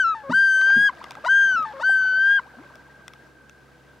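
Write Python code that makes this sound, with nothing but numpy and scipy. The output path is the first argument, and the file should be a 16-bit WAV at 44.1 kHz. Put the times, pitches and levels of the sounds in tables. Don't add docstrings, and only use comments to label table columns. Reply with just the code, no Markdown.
import sys
import numpy as np
from scipy import signal
from scipy.fft import rfft, irfft, next_fast_len
from scipy.io import wavfile
from scipy.ndimage import uniform_filter1d, map_coordinates

SR = 44100
rng = np.random.default_rng(int(sys.argv[2]) if len(sys.argv) > 2 else 0)


def unload_wav(signal):
    wavfile.write(
        sys.argv[1],
        SR,
        np.round(np.clip(np.atleast_2d(signal).T, -1, 1) * 32767).astype(np.int16),
    )


N = 176400

# (time [s], pitch [Hz], level [dB])
OPENING_WAIL = [(0, 1577, -14), (.037, 1470, -22.5), (.047, 1355, -18), (.11, 1308, -21.5),
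                (.135, 1280, -25.5), (.148, 1285, -25.5)]
SECOND_WAIL = [(.331, 1545, -17.5), (.36, 1568, -15.5), (.405, 1585, -15), (.53, 1550, -17.5),
               (.61, 1547, -17.5), (.73, 1589, -14.5), (.82, 1641, -16.5), (.86, 1653, -15.5),
               (.893, 1630, -17.5)]
FALLING_WAIL = [(1.283, 1564, -16), (1.315, 1576, -14.5), (1.365, 1596, -14.5), (1.44, 1586, -16),
                (1.5, 1552, -19), (1.555, 1473, -21.5), (1.569, 1340, -20), (1.62, 1280, -24),
                (1.655, 1232, -26.5)]
LAST_WAIL = [(1.831, 1527, -20.5), (1.86, 1545, -18.5), (1.905, 1561, -16), (2.03, 1525, -20),
             (2.13, 1519, -20.5), (2.21, 1555, -17.5), (2.31, 1607, -15.5), (2.36, 1626, -17.5),
             (2.394, 1585, -17)]
# (time [s], levels of harmonics 2, 3, 4 and 5 [dB])
OPENING_COLOUR = [(0.01, -35, -53, -45, -52.5), (0.1, -52, -44, -59.5, -64),
                  (0.139, -47.5, -54.5, -78, -71.5)]
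SECOND_COLOUR = [(0.344, -38, -44.5, -52, -54), (.43, -44, -41.5, -57, -61.5),
                 (0.559, -40, -51, -44.5, -55), (.72, -40, -42.5, -53.5, -66.5),
                 (0.799, -37, -48, -56.5, -55), (.88, -29.5, -44.5, -51.5, -56.5)]
FALLING_COLOUR = [(1.295, -37.5, -55, -47.5, -57.5), (1.457, -38.5, -59, -45, -61.5),
                  (1.58, -43, -50, -50, -63), (1.64, -57.5, -61.5, -75.5, -80)]
LAST_COLOUR = [(1.845, -43.5, -45.5, -53, -65.5), (1.91, -43.5, -48.5, -62.5, -53.5),
               (2.02, -48, -50.5, -54.5, -70), (2.17, -43.5, -47.5, -64, -74), (2.28, -39, -53.5, -59, -66),
               (2.38, -33, -56, -62.5, -69.5)]
TOP_HARMONICS = [-3, -16, -22, -28, -30.5]
# (time [s], length [s], start pitch [Hz], end pitch [Hz], start level [dB], end level [dB])
LOW_NOTES = [(0.149, 0.096, 913, 826, -33, -50.5), (0.236, 0.067, 558, 540, -43, -36),
             (0.295, 0.013, 552.5, 664, -33.5, -32), (0.308, 0.02, 863, 1019, -35.5, -20.5),
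             (0.894, .014, 1072, 940, -19, -41), (1.241, 0.019, 565.4, 719, -36, -26),
             (1.261, 0.021, 939, 1022, -24.5, -21.5), (1.653, 0.079, 897, 826, -32.5, -44.5),
             (1.735, 0.076, 543.5, 535, -41, -40), (1.797, 0.0084, 558, 660, -36, -33),
             (1.806, .023, 837, 1008, -37.5, -26), (2.394, 0.0098, 1050, 943, -23, -37)]
# (frequency [Hz], gain [dB])
THROAT = [(550, 13.5), (900, 1), (1200, 13.5), (1800, -7.5), (2800, -12), (3900, -11), (5000, -16.5),
          (8000, -26.5), (16000, -57.5)]
# (time [s], relative level [dB])
THUMPS = [(0.288, -39), (.296, -20.5), (0.759, -34), (0.767, -25), (1.541, -45), (1.59, -41)]
# (time [s], relative level [dB], brightness [dB/octave])
TICKS = [(0.614, -33.5, -3), (.702, -42, -14), (1.042, -32, 1.5), (1.1087, -34, 10.5), (1.119, -40, 5.5),
         (1.1531, -38.5, -1.5), (1.249, -39, -12.5), (1.628, -41, 6.5), (2.756, -44.5, 8.5),
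         (3.0809, -31.5, 7), (3.136, -39.5, 5), (3.496, -43, 6.5)]
# (frequency [Hz], relative level [dB], t60 [s])
HULL_MODES = [(124, -7.5, 0.027), (180, -3, 0.097), (251, 5.5, 0.083), (348, -5.5, 0.077)]
TICK_MODES = [(1304, 0.5, 0.025), (2180, -4.5, 0.018), (2525, -11, 0.02), (3560, -3.5, 0.0056),
              (5290, -7, 0.004)]
# (time [s], relative level [dB], start pitch [Hz])
PLOPS = [(0.701, -45, 794), (1.013, -45, 959), (1.111, -48, 886), (1.17, -51, 789), (1.893, -42, 730)]
# (time [s], relative level [dB], start pitch [Hz], length [s])
GULPS = [(2.449, -43, 720, 0.044), (2.567, -39.5, 218, 0.062)]
# (time [s], strength [dB])
LAPPING = [(0, -70), (.45, -71.5), (.7, -60.5), (.92, -62.5), (1.02, -56.5), (1.2, -64), (1.6, -58.5),
           (2.4, -66.5), (3.21, -73), (3.27, -71), (3.36, -78.5), (4, -75)]
# (frequency [Hz], gain [dB])
SLOSH_SPECTRUM = [(40, -42.5), (120, -10.5), (240, -4), (420, -20), (9000, -90)]
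WASH_SPECTRUM = [(25, -31), (65, -8), (130, -2.5), (300, 0.5), (800, -8.5), (1900, -14.5), (5500, -23.5),
                 (15000, -34)]
FIZZ_SPECTRUM = [(300, -8.5), (950, 0), (1700, -3), (5000, -13.5), (15000, -51.5)]
FLAT_SPECTRUM = [(1000, 0)]
# (frequency [Hz], correlation [0-1])
STEREO_LIKENESS = [(60, 0.57), (900, 0.71), (4000, 0.79), (12000, 0.16)]
# (frequency [Hz], level [dB])
HUM_TONES = [(66.5, -64.5), (134.5, -62.5), (490, -66.5)]

BREAK_S = 0.0039
SCOOP_S, CURL_S = 0.008, 0.0074
STEP_HZ_PER_S = 10000
TREBLE_HZ, TREBLE_RISING_DB, TREBLE_FALLING_DB = 2420, -4, -14.5
ECHO_DB, ECHO_T60_S, ECHO_DELAY_S, ECHO_DULL_HZ = -31.5, 10.4, 0.01, 1940
LINGER_DB, LINGER_HZ, LINGER_WIDTH_HZ = -48.5, 1605, 87
THUMP_RISE_S, HULL_LOW_HZ, SLOSH_DB = 0.0034, 95, -13
TICK_LOW_HZ, TICK_HIGH_HZ, CRACK_DB = 694, 14000, -16.5
BUBBLES_PER_S, BUBBLE_HZ, SPRAY_PER_S, SPRAY_HZ = 360, 1131.5, 150, 3200
WASH_DB, FIZZ_DB = -56, 5.5
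TOP_HZ = 15800


def loon():
    return (wail(OPENING_WAIL, OPENING_COLOUR, edge_db=-13)
            + wail(SECOND_WAIL, SECOND_COLOUR, edge_db=1)
            + wail(FALLING_WAIL, FALLING_COLOUR, edge_db=-6.5)
            + wail(LAST_WAIL, LAST_COLOUR, edge_db=0)
            + low_notes())


def wail(contour, colour, edge_db):
    t, start, end = clock(), contour[0][0], contour[-1][0]
    hz, level_db = curves(contour)
    envelope = gate(t, start, end)
    sounding = envelope > 0
    scoop = np.exp(-abs(t - start) / SCOOP_S) * (start > BREAK_S * 2)
    slack = scoop + np.exp(-abs(t - end) / CURL_S)
    glide_hz_per_s = uniform_filter1d(abs(np.gradient(hz)), size=300) * SR
    dull_db = -6.5 * (slack + np.minimum(glide_hz_per_s / STEP_HZ_PER_S, 1))
    jitter = 0.0017 * wobble(120) + 0.021 * slack * wobble(600)
    hz = uniform_filter1d(hz, size=200) * (1 - 0.08 * slack) * (1 + jitter)
    phase = 2 * np.pi * np.cumsum(hz[sounding]) / SR
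    lower_db = curves(colour)
    upper_db = [lower_db[-1] + edge_db + db + 3 * wobble(9) for db in TOP_HARMONICS]
    harmonics_db = [level_db + 0.32 * wobble(56)]
    harmonics_db += [db + dull_db + 1.5 * wobble(42) for db in lower_db + upper_db]
    voice = np.zeros(N)
    voice[sounding] = sum(amp(db[sounding]) * np.sin(k * phase) for k, db in enumerate(harmonics_db, 1))
    return np.sqrt(2) * amp(-6 * slack) * envelope * voice


def low_notes():
    voice, t = np.zeros(N), np.arange(SR // 8) / SR - BREAK_S
    harmonic = np.arange(1, 15)[:, None]
    for start, length, start_hz, end_hz, start_db, end_db in LOW_NOTES:
        progress = np.clip(t / length, 0, 1)
        hz = (start_hz + (end_hz - start_hz) * progress) * (1 + 0.012 * wobble(500)[:len(t)])
        phase = 2 * np.pi * np.cumsum(hz) / SR
        treble_db = TREBLE_RISING_DB if end_hz > start_hz else TREBLE_FALLING_DB
        colour_db = along(THROAT, harmonic * hz) - along(THROAT, hz)
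        colour_db += treble_db * (harmonic * hz > TREBLE_HZ)
        tone = np.sqrt(2) * np.sum(amp(colour_db) * np.sin(harmonic * phase), axis=0)
        envelope = amp(start_db + (end_db - start_db) * progress) * gate(t, 0, length)
        add(voice, start - BREAK_S, tone * envelope)
    return voice


def shore_echo(voice):
    decay = fade(clock(), ECHO_T60_S)
    lingering = filtered(noise(FLAT_SPECTRUM),
                         lambda hz: np.exp(-((hz - LINGER_HZ) / LINGER_WIDTH_HZ) ** 2))
    tail = noise(FLAT_SPECTRUM) * decay * (clock() > ECHO_DELAY_S)
    echo = signal.fftconvolve(voice[None], tail / np.linalg.norm(tail[0]), axes=1)[:, :N]
    echo = filtered(echo, lambda hz: 1 / np.sqrt(1 + (hz / ECHO_DULL_HZ) ** 6))
    return amp(ECHO_DB) * echo + amp(LINGER_DB) * unit(lingering) * decay


def thumps():
    hull, slosh, t = np.zeros(N), np.zeros(N), np.arange(SR // 2) / SR
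    rise = 1 - np.exp(-t / THUMP_RISE_S)
    for start, db in THUMPS:
        add(hull, start, amp(db) * rise * ring(HULL_MODES, t, detune=0.037))
        add(slosh, start, amp(db + SLOSH_DB) * rise * fade(t, t60=0.29))
    hull = filtered(hull, lambda hz: 1 - np.exp(-(hz / HULL_LOW_HZ) ** 2))
    return panned(hull + slosh * noise(SLOSH_SPECTRUM), left_db=0.1)


def ticks():
    track, t = np.zeros(N), np.arange(SR // 20) / SR
    for start, db, brightness in TICKS:
        crack = amp(CRACK_DB + brightness) * fade(t, t60=0.0056) * rng.standard_normal(len(t))
        ringing = ring(TICK_MODES, t, detune=0.084, db_per_octave=brightness)
        add(track, start, amp(db + 4) * (ringing + crack))
    track = filtered(track, lambda hz: hz / (hz - 1j * TICK_LOW_HZ) / (1 + (hz / TICK_HIGH_HZ) ** 4))
    return panned(track, left_db=2.0)


def plops():
    track = np.zeros(N)
    for start, db, hz in PLOPS:
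        add(track, start, amp(db + 11.5) * bubble(hz, periods=25))
    return track


def gulps():
    track = np.zeros(N)
    for start, db, hz, length in GULPS:
        progress = np.linspace(0, 1, int(length * SR))
        phase = 2 * np.pi * np.cumsum(hz * (1 + progress ** 2)) / SR
        envelope = np.sin(np.pi * progress) * (1 - progress / 2)
        add(track, start, amp(db) * envelope * np.sin(phase))
    return track


def water(lapping_db):
    surge_db = lapping_db - lapping_db[-SR:].mean()
    wash = amp(WASH_DB + 0.2 * surge_db) * noise(WASH_SPECTRUM)
    fizz = amp(FIZZ_DB + lapping_db + 1.2 * wobble(22)) * noise(FIZZ_SPECTRUM)
    return wash + panned(fizz + plops() + gulps() + tiny_bubbles(lapping_db), left_db=1.2)


def tiny_bubbles(lapping_db):
    track = np.zeros(N)
    for when, pitch, faintness in rng.random((int(BUBBLES_PER_S * N / SR), 3)):
        hz = np.clip(BUBBLE_HZ * (pitch / (1 - pitch)) ** 0.2295, 550, 4200)
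        db = lapping_db[int(when * N)] + 7 - 3.5 * np.log(faintness + 0.048)
        add(track, when * N / SR, amp(db) * bubble(hz, periods=30.2))
    return track


def spray(lapping_db):
    track = np.zeros(N)
    for when, pitch, faintness in rng.random((int(SPRAY_PER_S * N / SR), 3)):
        hz = min(SPRAY_HZ * (pitch / (1 - pitch)) ** 0.165, TOP_HZ)
        db = lapping_db[int(when * N)] + 3.5 - 4 * np.log(faintness + 0.041)
        add(track, when * N / SR, amp(db) * bubble(hz, periods=10))
    return track


def bubble(hz, periods):
    progress = np.linspace(0, 1, int(SR * periods / hz))
    phase = 2 * np.pi * periods * (progress + 0.2 * progress ** 2)
    attack = 1 - np.exp(-progress / 0.047)
    return 3 * attack * fade(progress, 0.96) * np.sin(phase)


def hum():
    return sum(np.sqrt(2) * amp(db) * np.sin(2 * np.pi * hz * clock() + 0.27 * wobble(35))
               for hz, db in HUM_TONES)


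def ring(modes, t, detune, db_per_octave=0):
    centre_hz = np.mean([mode[0] for mode in modes])
    sound = np.zeros(len(t))
    for hz, db, t60 in modes:
        gain = amp(db + db_per_octave * np.log2(hz / centre_hz) + rng.normal(0, 1))
        detuned_hz = hz * (1 + detune * rng.normal())
        sound += gain * fade(t, t60) * np.sin(2 * np.pi * detuned_hz * t)
    return sound


def noise(spectrum):
    def mid_side_gains(hz):
        angle = np.arccos(np.clip(along(STEREO_LIKENESS, hz), -1, 1)) / 2
        return amp(along(spectrum, hz)) * [np.cos(angle), np.sin(angle)]
    mid, side = filtered(rng.standard_normal((2, N)), mid_side_gains)
    return unit(np.array([mid + side, mid - side]))


def wobble(knots_per_s):
    knots = rng.standard_normal(4000)
    coarse = np.arange(0, N + 16, 16)
    curve = map_coordinates(knots, [coarse * knots_per_s / SR], mode="wrap")
    return np.interp(np.arange(N), coarse, curve)


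def gate(t, start, end):
    return np.clip((t - start) / BREAK_S + .5, 0, 1) * np.clip((end - t) / BREAK_S + .5, 0, 1)


def fade(t, t60):
    return np.exp(-np.log(1000) * t / t60)


def filtered(x, response):
    size = next_fast_len(N + SR // 2)
    return irfft(rfft(x, size) * response(np.fft.rfftfreq(size, 1 / SR)), size)[..., :N]


def curves(rows):
    times, *columns = np.transpose(rows)
    return [np.interp(clock(), times, column) for column in columns]


def along(points, hz):
    frequencies, values = np.transpose(points)
    return np.interp(np.log(hz + 1), np.log(frequencies + 1), values)


def add(track, start_s, sound):
    part = track[max(round(start_s * SR), 0):][:len(sound)]
    part += sound[:len(part)]


def panned(x, left_db):
    return x * amp([[left_db], [-left_db]])


def amp(db):
    return 10 ** (np.asarray(db) / 20)


def unit(x):
    return x / np.sqrt(np.mean(x ** 2) + 1e-20)


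def clock():
    return np.arange(N) / SR


def scene():
    lapping_db = curves(LAPPING)[0] + 2 * wobble(9)
    voice = loon()
    bird = panned(voice, left_db=1.8) + shore_echo(voice)
    return bird + thumps() + ticks() + water(lapping_db) + spray(lapping_db) + hum()


def record(dry):
    return filtered(dry, lambda hz: hz < TOP_HZ)


dry = scene()
out = record(dry)
unload_wav(out)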